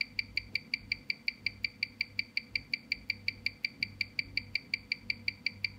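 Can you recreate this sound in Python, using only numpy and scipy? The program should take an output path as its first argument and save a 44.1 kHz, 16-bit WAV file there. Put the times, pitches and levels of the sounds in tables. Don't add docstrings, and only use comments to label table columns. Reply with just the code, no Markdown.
import sys
import numpy as np
from scipy import signal
from scipy.fft import rfft, irfft, next_fast_len
from scipy.io import wavfile
from scipy.ndimage import uniform_filter1d

SR = 44100
rng = np.random.default_rng(int(sys.argv[2]) if len(sys.argv) > 2 else 0)


def convert_level_to_amplitude(level_db):
    exponent = np.asarray(level_db, float) / 20
    return 10 ** exponent


def to_wav(sig):
    pcm = np.clip(np.atleast_2d(sig), -1, 1) * 32767
    pcm = np.round(pcm).astype(np.int16)
    wavfile.write(sys.argv[1], SR, pcm.T)


N = 254898

FIRST_S, BEAT_S, BEAT_ERROR_S, BEATS = .00447, .1818146, .000619, 32
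HZ = np.fft.rfftfreq(2 ** 15, 1 / SR) + 1e-3
LONG_HZ = np.fft.rfftfreq(next_fast_len(N), 1 / SR) + 1e-3


def peak(hz, width_hz, grid=HZ):
    return 1 / (1 + 1j * (grid ** 2 - hz ** 2) / (grid * width_hz))


def modes(table):
    return sum(convert_level_to_amplitude(db) * peak(hz, width_hz) ** 2 for hz, width_hz, db in table)


def impulses(s, gain):
    return sum(g * np.exp(-2j * np.pi * HZ * t) for t, g in zip(s, gain))


def noise(shape):
    size = next_fast_len(N)
    white = rfft(rng.standard_normal(size))
    return irfft(white * shape * np.sqrt(SR / 2), size)[:N]


def band(hz, width_hz):
    x = noise(peak(hz, width_hz, LONG_HZ) ** 2)
    return x / x.std()


def walk(rate):
    hold = int(SR / rate)
    steps = np.repeat(rng.standard_normal(N // hold + 1), hold)
    return 1.3 * uniform_filter1d(uniform_filter1d(steps, hold), hold)[:N]


def wavering_sine(hz, drift_hz, rate):
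    return 2 * np.pi * np.cumsum(hz + drift_hz * walk(rate)) / SR


def fader(table):
    return convert_level_to_amplitude(np.interp(np.arange(N) / SR, *np.transpose(table)))


# (start [s], length [s], hum level [dB], rumble level [dB])
BASS_SWELLS = [(.1, .52, -57.5, -59), (.79, .24, -57.5, -57), (1.41, .29, -55.5, -62),
               (1.76, .28, -63, -66), (2.07, .2, -57, -64), (2.5, .15, -57, -58), (2.88, .2, -68, -62),
               (3.08, .48, -57, -63), (3.8, .33, -56, -62), (4.2, .39, -54, -60), (4.68, .2, -60.5, -70),
               (5.0, .4, -55, -62), (5.5, .4, -54.5, -63)]


def swell(column, lull_db=-72, edge_s=.11):
    t = np.arange(N) / SR

    def rise(s):
        return np.clip(s / edge_s + .5, 0, 1) ** 2

    gain = convert_level_to_amplitude(lull_db)
    for row in BASS_SWELLS:
        start, length = row[:2]
        gain = gain + convert_level_to_amplitude(row[column]) * rise(t - start) * rise(start + length - t)
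    return gain


def mains_hum():
    turn = wavering_sine(99.9, 1.2, 3)
    mains = np.sin(turn) + convert_level_to_amplitude(-10) * np.sin(2 * turn)
    return np.sqrt(2) * swell(2) * convert_level_to_amplitude(1.1 * walk(8)) * mains


def rumble():
    return band(54, 27) * swell(3) * convert_level_to_amplitude(1.5 * walk(10))


# (frequency [Hz], width [Hz], level [dB])
DUCT_TONES = [(141, 27, -67.5), (198.4, 11, -71.5), (229.8, 13, -65.5), (276.4, 9, -68.5), (353, 8.3, -85),
              (508, 40, -78), (915, 8, -89)]


def duct():
    duct_db = -57.3 + 1.3 * walk(11)
    tones = sum(band(hz, width_hz) * convert_level_to_amplitude(db) for hz, width_hz, db in DUCT_TONES)
    puffs = band(188, 240) * convert_level_to_amplitude(-9 + duct_db + 2.5 * walk(14))
    return tones * convert_level_to_amplitude(1.2 * (duct_db + 58.5)) + puffs


# (time [s], level [dB])
RISING_WHINE = [(0, -101.5), (4.1, -96), (4.5, -79), (5.78, -73)]
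# (time [s], level [dB])
DYING_WHINE = [(0, -84), (1.5, -86), (2.6, -95), (5.78, -100)]


def motors():
    rising = np.sin(wavering_sine(975, 1.5, 4)) * fader(RISING_WHINE)
    dying = band(895, 14) * fader(DYING_WHINE)
    fan = convert_level_to_amplitude(-69.0 + 0.74 * walk(5.4)) * np.sin(wavering_sine(491.5, .7, 9))
    return rising + dying + fan


# (frequency [Hz], level [dB per Hz])
AIR_SPECTRUM = [(30, -115), (60, -94.5), (160, -90.5), (250, -79), (320, -95.5), (420, -99), (1000, -101),
                (1600, -103), (3200, -107), (6300, -114), (9700, -117.5), (10500, -123), (11300, -119.5),
                (15500, -119)]


def air():
    hz, db = np.transpose(AIR_SPECTRUM)
    return noise(convert_level_to_amplitude(np.interp(np.log(LONG_HZ), np.log(hz), db)))


def workshop():
    return mains_hum() + rumble() + duct() + motors() + air()


def beat_times(k):
    return FIRST_S + k * BEAT_S + BEAT_ERROR_S * (-1.) ** k


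def beat_train(lead_s, scatter_db):
    k = np.arange(BEATS + 2)
    s = np.maximum(beat_times(k) - lead_s, 0)
    beats = np.zeros(N + SR)
    beats[np.round(s * SR).astype(int)] = convert_level_to_amplitude(scatter_db * rng.standard_normal(len(k)))
    return beats


def play(beats, click):
    before = round(2 * BEAT_S * SR)
    return signal.oaconvolve(beats, irfft(click))[before:before + N]


def smear():
    rise = np.exp(np.linspace(-2.2, 0, round(0.032 * SR)))
    gate = play(beat_train(0.02, 1.8), rfft(rise, 2 * len(HZ) - 2))
    return gate * (convert_level_to_amplitude(-56.5) * band(2400, 750) + convert_level_to_amplitude(-60) * band(4600, 700) + convert_level_to_amplitude(-77.5) * band(5800, 1500))


def room(db, t60, early_db, early_t60, hz, width_hz, start_s=0.014, rise_s=0.0089):
    t = np.arange(SR // 2) / SR
    fade = convert_level_to_amplitude(db - 60 * t / t60) + convert_level_to_amplitude(early_db - 60 * t / early_t60)
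    echoes = rng.standard_normal(len(t)) * fade * np.clip((t - start_s) / rise_s, 0, 1)
    return rfft(echoes, 2 * len(HZ) - 2) * peak(hz, width_hz)


def paths(table):
    ms, db = np.transpose(table)
    return impulses(ms / 1000, convert_level_to_amplitude(db))


def tone(hz, width_hz, case_hz, case_width_hz, low_hz, high_hz, count):
    drive_hz = 2320
    burst = impulses(np.arange(count) / drive_hz, np.ones(count))
    edges = 1 / (1 + (low_hz / HZ) ** 12) / (1 + (HZ / high_hz) ** 12)
    return burst * peak(hz, width_hz) * peak(case_hz, case_width_hz) ** 2 * edges


# (resonance [Hz], width [Hz], housing [Hz], housing width [Hz], low edge [Hz], high edge [Hz])
DISC_TONE = (2327, 418, 2390, 1730, 1528, 4060)
# (delay [ms], level [dB])
DISC_ARRIVALS = [(3.39, -5.2), (5.539, 2.0), (7.33, -5.5), (8.895, -11.3), (9.79, -6.6), (10.754, -15.6),
                 (11.542, -10.1), (12.67, -17.4), (14.116, -10.9)]
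# (level [dB], t60 [s], early level [dB], early t60 [s], narrowing [Hz], width [Hz])
DISC_TAIL = (-49.5, 0.38, -50, 0.15, 2246.5, 351.5)


def disc():
    return tone(*DISC_TONE, count=4) * (paths(DISC_ARRIVALS) + room(*DISC_TAIL))


# (resonance [Hz], width [Hz], housing [Hz], housing width [Hz], low edge [Hz], high edge [Hz])
CAVITY_TONE = (4582, 515, 4334, 2000, 2960, 5620)
# (delay [ms], level [dB])
CAVITY_ARRIVALS = [(4.824, -2.3), (5.074, -16.9), (5.845, -11.5), (6.332, 0.1), (6.814, -20.9),
                   (7.619, -7.7), (10.567, -17.6), (13.118, -20.8), (15.266, -19.4), (17.602, -21.3)]
# (level [dB], t60 [s], early level [dB], early t60 [s], narrowing [Hz], width [Hz])
CAVITY_TAIL = (-47, .5, -47.5, 0.06, 4619.5, 199)


def cavity():
    return tone(*CAVITY_TONE, count=3) * (paths(CAVITY_ARRIVALS) + room(*CAVITY_TAIL))


# (frequency [Hz], width [Hz], level [dB])
DISC_OVERTONES = [(1960, 200, -11.5), (3692, 284, -9), (6875, 580, -22.5), (7460, 130, -29),
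                  (9120, 540, -27.5), (11250, 240, -25), (11780, 320, -22.5), (12500, 380, -41),
                  (13800, 770, -35.5), (15100, 540, -45.5)]
# (level [dB], t60 [s], early level [dB], early t60 [s], narrowing [Hz], width [Hz])
OVERTONE_TAIL = (-44, .2, -23, 0.0132, 9995, 14007)


def overtones():
    arrivals = convert_level_to_amplitude(-2) * paths(CAVITY_ARRIVALS) + impulses([.0039], [convert_level_to_amplitude(-4.5)])
    return modes(DISC_OVERTONES) * (arrivals + room(*OVERTONE_TAIL, start_s=0.002, rise_s=0.0014))


# (frequency [Hz], width [Hz], level [dB])
CASE_PANELS = [(2943, 115, -2.5), (3114, 43, -12.5), (5560, 130, -23.5)]


def case():
    return impulses([.0055], [1]) * modes(CASE_PANELS)


# (level [dB], t60 [s], early level [dB], early t60 [s], frequency [Hz], width [Hz])
STRAND_TAIL = (-34.5, 0.41, -37, 0.04, 2087.5, 111)


def strand():
    return room(*STRAND_TAIL) * peak(*STRAND_TAIL[-2:])


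DISC_ECHOES = [24.354, 30.329, 34.206, 39.252, 60.397, 76.429, 97.347, 102.132, 109.875, 115.918, 120.215,
               154.456]
CAVITY_ECHOES = [28.152, 34.286, 47.018, 52.971, 60.147, 64.535, 71.633, 80.454, 99.807, 116.406, 129.615,
                 150.431, 156.361]
STRAND_ECHOES = [16.825, 22.528, 38.98, 51.633, 97.12, 111.361, 125.147, 132.914, 142.12]
SIDE_ECHOES = [30.941, 55.011, 83.061]
ECHO_PITCHES = (2340, 4620, 2080, 2200)
# (level at the start [dB], loss [dB per ms])
ECHO_LOSSES = [(-.5, .155), (-5, .145), (-4.5, .155), (-11.5, .1)]
# (delay [ms], frequency [Hz], level [dB])
STRAY_ECHOES = [
    (17.54, 2340, -6.7),
    (19.127, 4730, -10.3),
    (43.401, 4500, -13.3),
    (71.542, 4500, -17.3),
]


def walls():
    delays = (DISC_ECHOES, CAVITY_ECHOES, STRAND_ECHOES, SIDE_ECHOES)
    echoes = list(STRAY_ECHOES)
    for hz, times, (db, loss) in zip(ECHO_PITCHES, delays, ECHO_LOSSES):
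        echoes += [(ms, hz, db - loss * ms) for ms in times]
    ring_width_hz = 160
    return sum(impulses([ms / 1000], [convert_level_to_amplitude(db)]) * peak(hz, ring_width_hz) ** 2 for ms, hz, db in echoes)


def sounder():
    click = case() + strand() + convert_level_to_amplitude(0.52) * disc() + convert_level_to_amplitude(0.63) * cavity() + convert_level_to_amplitude(.5) * walls()
    body = play(beat_train(0, 0.17), click)
    return body + play(beat_train(0, 1.75), overtones())


def splash():
    decay_s = .0025
    fall = np.exp(-np.arange(SR // 50) / SR / decay_s)
    gate = play(beat_train(-.0055, 4.0), rfft(fall, 2 * len(HZ) - 2))
    return gate * (convert_level_to_amplitude(-62) * band(5550, 600) + convert_level_to_amplitude(-68) * band(7300, 1600))


# (frequency [Hz], width [Hz], level [dB])
MOVEMENT_PLATES = [(2310, 780, -5), (4700, 1200, -2), (7080, 170, 5.5), (9300, 1300, -18.5),
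                   (11500, 800, -2), (13700, 900, -7), (15200, 1000, 2)]
# (time [s], level above the usual [dB])
UNEVEN_BLOWS = [(.36, 8), (.54, 5.5), (.91, -4.5), (1.27, 4.5), (1.63, 4), (1.82, -6.5), (2.0, 3.5),
                (2.54, -3.5), (2.72, 6.5), (2.91, 3), (3.27, -3.5), (3.45, 4.5), (3.63, 3.5), (3.82, 3.5),
                (4.0, -6), (5.09, -14)]


def movement():
    lead_s, usual_db, scatter_db = .0053, -72.5, 1.2
    k = np.arange(1, BEATS)
    s = beat_times(k) - lead_s
    db = usual_db + scatter_db * rng.standard_normal(len(k))
    db = db + sum(odd_db * (abs(s - when) < BEAT_S / 2) for when, odd_db in UNEVEN_BLOWS)
    at = np.round(s * SR).astype(int)
    blows = np.zeros(N)
    blows[at] = convert_level_to_amplitude(db + 21.5)
    blows[at - round(.012 * SR)] = convert_level_to_amplitude(db + 5.5)
    scrape = signal.lfilter([1], [1, -.98], blows)
    rattle = convert_level_to_amplitude(-13.5) * signal.lfilter([1], [1, -.997], blows)
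    grip = (scrape + rattle) * rng.standard_normal(N)
    return signal.oaconvolve(grip, irfft(modes(MOVEMENT_PLATES)))[:N]


# (time [s], level [dB], pitch [Hz])
BENCH_BUMPS = [
    (.36, -59, 330),
    (.54, -61, 400),
    (.63, -55, 130),
    (1.1, -57, 160),
    (1.15, -64, 450),
    (2.6, -60, 150),
    (4.19, -51, 150),
    (4.97, -57, 190),
    (5.42, -56, 150),
]


def bumps():
    t = np.arange(N) / SR
    length_s = .022
    return sum(convert_level_to_amplitude(db) * np.exp(-((t - s) / length_s) ** 2) * band(hz, .8 * hz) for s, db, hz in BENCH_BUMPS)


def scene():
    return (workshop() + sounder() + splash() + movement() + bumps())[None]


# (time [s], length [s])
EMPTY_MOMENTS = [(0.582, 0.008), (0.776, 0.051), (1.674, 0.012), (1.873, 0.023), (2.062, 0.016),
                 (2.398, 0.01), (2.75, 0.075), (2.952, 0.015), (3.485, 0.035), (3.67, 0.009),
                 (3.848, 0.019), (4.051, 0.027), (4.206, 0.057), (4.403, 0.047), (4.762, 0.058),
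                 (5.118, 0.048), (5.29, 0.012)]


def dropouts(x):
    t = np.arange(N) / SR
    empty = sum((t > s - .008) & (t < s + length + .008) for s, length in EMPTY_MOMENTS)
    masked = signal.sosfiltfilt(signal.butter(4, [5100, 6500], "band", fs=SR, output="sos"), x)
    depth = np.clip(.9 + .1 * walk(60), 0, 1)
    return x - depth * uniform_filter1d(1. * empty, size=500) * masked


def band_limit(x):
    return signal.sosfilt(signal.butter(12, 16130, fs=SR, output="sos"), x)


def record(dry):
    top_hz = 15650
    low_pass = signal.ellip(10, .2, 70, top_hz, fs=SR, output="sos")
    mix = dropouts(signal.sosfilt(low_pass, dry + smear()))
    return band_limit(mix)


dry = scene()
out = record(dry)
to_wav(out)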